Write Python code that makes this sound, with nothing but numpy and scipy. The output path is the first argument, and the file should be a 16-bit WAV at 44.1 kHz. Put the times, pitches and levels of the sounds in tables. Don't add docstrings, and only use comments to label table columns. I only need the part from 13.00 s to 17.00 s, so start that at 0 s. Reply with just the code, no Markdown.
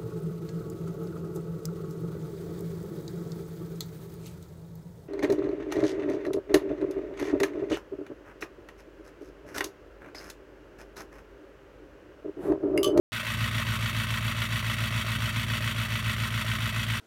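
import sys
import numpy as np
from scipy import signal
from scipy.fft import rfft, irfft
from scipy.io import wavfile

SR = 44100
rng = np.random.default_rng(int(sys.argv[2]) if len(sys.argv) > 2 else 0)


def output_pcm(signal):
    pcm = np.clip(np.atleast_2d(signal).T, -1, 1) * 32767
    wavfile.write(sys.argv[1], SR, np.round(pcm).astype(np.int16))


N = 176400
TIME = np.arange(N) / SR

# (time [s], crank speed [rpm])
IDLE_SPEED = [(0, 860.8), (1.0, 859.5), (2.3, 859.2), (3.0, 857), (3.45, 854.3), (3.7, 859.8)]
# (puff [dB], puff lag [ms], knock [dB], clatter lag [ms], thud [dB], rattle [dB])
CYLINDER_ACCENTS = [(-1.2, -0.37, -3, -.4, 3.5, -2), (1.4, -0.25, -0.5, -.1, 0.5, 0),
                    (2, 0.67, 2, .5, -0.5, 2), (2.27, 0.62, -1, .6, 0.5, 1.6), (-5, 1, 2.5, .2, 0, 2.2),
                    (-5.5, -0.93, -0.4, -.4, 2, 1.7), (2, -0.94, 2, .1, -1.5, 3),
                    (-3, -0.42, -22.5, .2, -6.5, -35)]
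# (pitch [Hz], width [Hz], gain [dB])
PIPE_MODES = [(73.2, 9.32, 35), (69.68, 17.36, 32), (60.1, 7.9, 16.5), (108, 8.16, 26), (147.5, 11.1, 20),
              (123.4, 7.2, 24), (216.95, 21.85, 25), (221.47, 20.9, 22.5), (244.3, 7, 18),
              (368.6, 7.8, -4.5)]
# (pitch [Hz], width [Hz], relative level [dB])
BLOCK_MODES = [(1081, 284, -5.5), (1296, 225, -2), (1491, 180, 0), (1947, 315, 4), (2277, 160, -2),
               (2564, 144, 1), (2960, 164, -4), (3157, 178, -1.5), (3372, 63, -5.5), (4330, 60, -12),
               (4434, 94, -6.5), (4760, 80, -25.5), (5200, 110, -19.5), (5610, 310, -7), (5980, 260, -13)]
# (pitch [Hz], width [Hz], relative level [dB])
PANEL_MODES = [(1102, 20, -2), (1548, 27, -5), (1873, 29, -1), (2166, 19, -3.5), (2550, 26, -0.5),
               (2645, 32, 1), (2840, 42, -3), (3286, 41, -1), (3665, 48, 3), (4540, 68, -3.5),
               (5730, 64, -10)]
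# (pitch [Hz], width [Hz], relative level [dB])
CASING_MODES = [(338, 123, -7), (534, 28, -3), (613, 62, 7), (690, 93, -2.5)]
# (frequency [Hz], relative level [dB])
RATTLE_SPECTRUM = [(1500, -13.5), (4000, -4.5), (5100, -13.5), (6000, -5), (6500, -4), (6900, 3),
                   (7400, -1), (7850, -2), (8100, 1), (9600, 0.5), (10500, -3.5), (11050, 0), (12000, -2),
                   (14000, -1.5), (15800, -8.5)]
# (frequency [Hz], relative level [dB])
RUSH_SPECTRUM = [(25, -15), (60, -2), (200, -0.5), (300, 2.5), (450, -1.5), (780, -10.5), (1200, 4),
                 (3000, -5), (6000, -28), (15000, -21)]

BLOCK_DB, PANELS_DB, RATTLE_DB, RUSH_DB, THUD_DB = -34, -42.5, -47, -48, -51.5
PIPE_DELAY_MS, PUFF_JITTER_MS, PUFF_SPREAD_DB = 7.56, .12, 1
BLOW_JITTER_MS, BLOW_SPREAD_DB = .4, .6
KNOCK_LEAD_MS, THUD_LEAD_MS, RATTLE_LAG_MS = 1.3, 2.56, .31
SLAP_AFTER_MS, SLAP_DB = 9.3, -4.5
CYCLE_START_S = 2.0455
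START_S, BASS_FULL_S, BASS_START_DB, BASS_EDGE_HZ, CUTOFF_HZ = .12, .33, -9.5, 250, 15900


def exhaust(times, cylinder):
    puff_db, lag_ms = np.array(CYLINDER_ACCENTS)[cylinder].T[:2]
    jitter, spread = rng.standard_normal((len(times), 2)).T
    at = times + (PIPE_DELAY_MS + lag_ms + PUFF_JITTER_MS * jitter) / 1000
    puffs = place(at, puff_db + PUFF_SPREAD_DB * spread, np.ones((len(at), 1)))
    return cut(resonate(puffs, PIPE_MODES), 35, "high", order=3)


def clatter(times, cylinder):
    knock_db, lag_ms, thud_db, rattle_db = np.array(CYLINDER_ACCENTS)[cylinder].T[2:]
    spread, jitter = rng.standard_normal((len(times), 2)).T
    force_db = BLOW_SPREAD_DB * spread
    due = times + lag_ms / 1000
    at = due + BLOW_JITTER_MS * jitter / 1000
    hits = knock_and_slap(at - KNOCK_LEAD_MS / 1000, cylinder, knock_db + force_db)
    thud = casing_thud(due - THUD_LEAD_MS / 1000, cylinder, thud_db + force_db)
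    rattle = bright_rattle(at + RATTLE_LAG_MS / 1000, rattle_db + force_db)
    return block_ring(hits) + panel_ring(hits) + rattle + thud


def knock_and_slap(times, cylinder, dbs):
    knock = blows(times, cylinder, dbs, envelope(rise_ms=2.64, fall_ms=7.8), alike=.37, grain_db=.8)
    slap = blows(times + SLAP_AFTER_MS / 1000, cylinder, dbs + SLAP_DB,
                 envelope(rise_ms=1.7, fall_ms=16.3), alike=.4, grain_db=.9)
    return knock + slap


def block_ring(hits):
    ring = cut(resonate(hits, BLOCK_MODES, alternate=False), 984, "high", order=6)
    return at_level(cut(ring, 5460, "low", order=4), BLOCK_DB)


def panel_ring(hits):
    treble = cut(hits, 1060, "high", order=4)
    return at_level(resonate(treble, PANEL_MODES, alternate=False), PANELS_DB)


def bright_rattle(times, dbs):
    power = place(times, 2 * dbs, [envelope(rise_ms=4.2, fall_ms=19) ** 2] * len(times))
    return at_level(np.sqrt(power) * coloured_noise(RATTLE_SPECTRUM) * flicker(depth_db=1), RATTLE_DB)


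def casing_thud(times, cylinder, dbs):
    push = place(times, dbs, np.ones((len(times), 1)))
    loose = blows(times, cylinder, dbs, envelope(rise_ms=1.3, fall_ms=5), alike=.044, grain_db=4.5)
    thud = resonate(at_level(push, 0) + at_level(loose, 1), CASING_MODES)
    return at_level(cut(thud, 680, "low", order=4), THUD_DB)


def engine_rush():
    return at_level(coloured_noise(RUSH_SPECTRUM), RUSH_DB)


def firings():
    rpm = np.interp(TIME, *np.transpose(IDLE_SPEED))
    count = np.cumsum(rpm) * 4 / 60 / SR
    count -= np.interp(CYCLE_START_S, TIME, count)
    beats = np.arange(np.ceil(count[0]), count[-1]).astype(int)
    return np.interp(beats, count, TIME), beats % len(CYLINDER_ACCENTS)


def blows(times, cylinder, dbs, shape, alike, grain_db):
    own = rng.standard_normal((len(CYLINDER_ACCENTS), len(shape)))
    fresh = rng.standard_normal((len(times), len(shape)))
    contacts = np.sqrt(alike) * own[cylinder] + np.sqrt(1 - alike) * fresh
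    return flicker(grain_db) * place(times, dbs, shape * contacts)


def envelope(rise_ms, fall_ms):
    ms = TIME[:SR // 12] * 1000
    return np.minimum(ms / rise_ms, 1) * np.exp(-np.maximum(ms - rise_ms, 0) / fall_ms)


def flicker(depth_db):
    steps = np.arange(N) / 40
    return from_db(depth_db * np.interp(steps, np.arange(N), rng.standard_normal(N)))


def place(times, dbs, sounds):
    out = np.zeros(N + SR)
    starts = (np.maximum(times, 0) * SR).astype(int)
    for start, db, sound in zip(starts, dbs, sounds):
        out[start:start + len(sound)] += from_db(db) * sound
    return out[:N]


def resonate(x, modes, alternate=True):
    out = 0
    for k, (hz, width, db) in enumerate(modes):
        radius = np.exp(-np.pi * width / SR)
        poles = [1, -2 * radius * np.cos(2 * np.pi * hz / SR), radius ** 2]
        gain = -(-1) ** (k * alternate) * from_db(db) * (1 - radius ** 2) / 2
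        out += gain * signal.lfilter([1, 0, -1], poles, x + 1e-18)
    return out


def coloured_noise(spectrum):
    hz, db = np.transpose(spectrum)
    bins = np.arange(N // 2 + 1) * SR / N
    gain = from_db(np.interp(np.log(bins + 1), np.log(hz), db))
    return irfft(rfft(rng.standard_normal(N)) * gain, N)


def cut(x, hz, kind, order):
    return signal.sosfilt(signal.butter(order, hz, kind, fs=SR, output="sos"), x)


def at_level(x, db):
    return x * from_db(db) / np.sqrt(np.mean(x ** 2) + 1e-20)


def from_db(db):
    return 10 ** (np.asarray(db) / 20)


def scene():
    times, cylinder = firings()
    return (exhaust(times, cylinder) + clatter(times, cylinder) + engine_rush())[None]


def record(dry):
    bass = signal.sosfiltfilt(signal.butter(2, BASS_EDGE_HZ, fs=SR, output="sos"), dry)
    bass_gain = from_db(np.interp(TIME, [BASS_FULL_S - .05, BASS_FULL_S], [BASS_START_DB, 0]))
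    heard = (dry + (bass_gain - 1) * bass) * (TIME > START_S)
    return signal.sosfilt(signal.ellip(12, .1, 90, CUTOFF_HZ, fs=SR, output="sos"), heard)


dry = scene()
out = record(dry)
output_pcm(out)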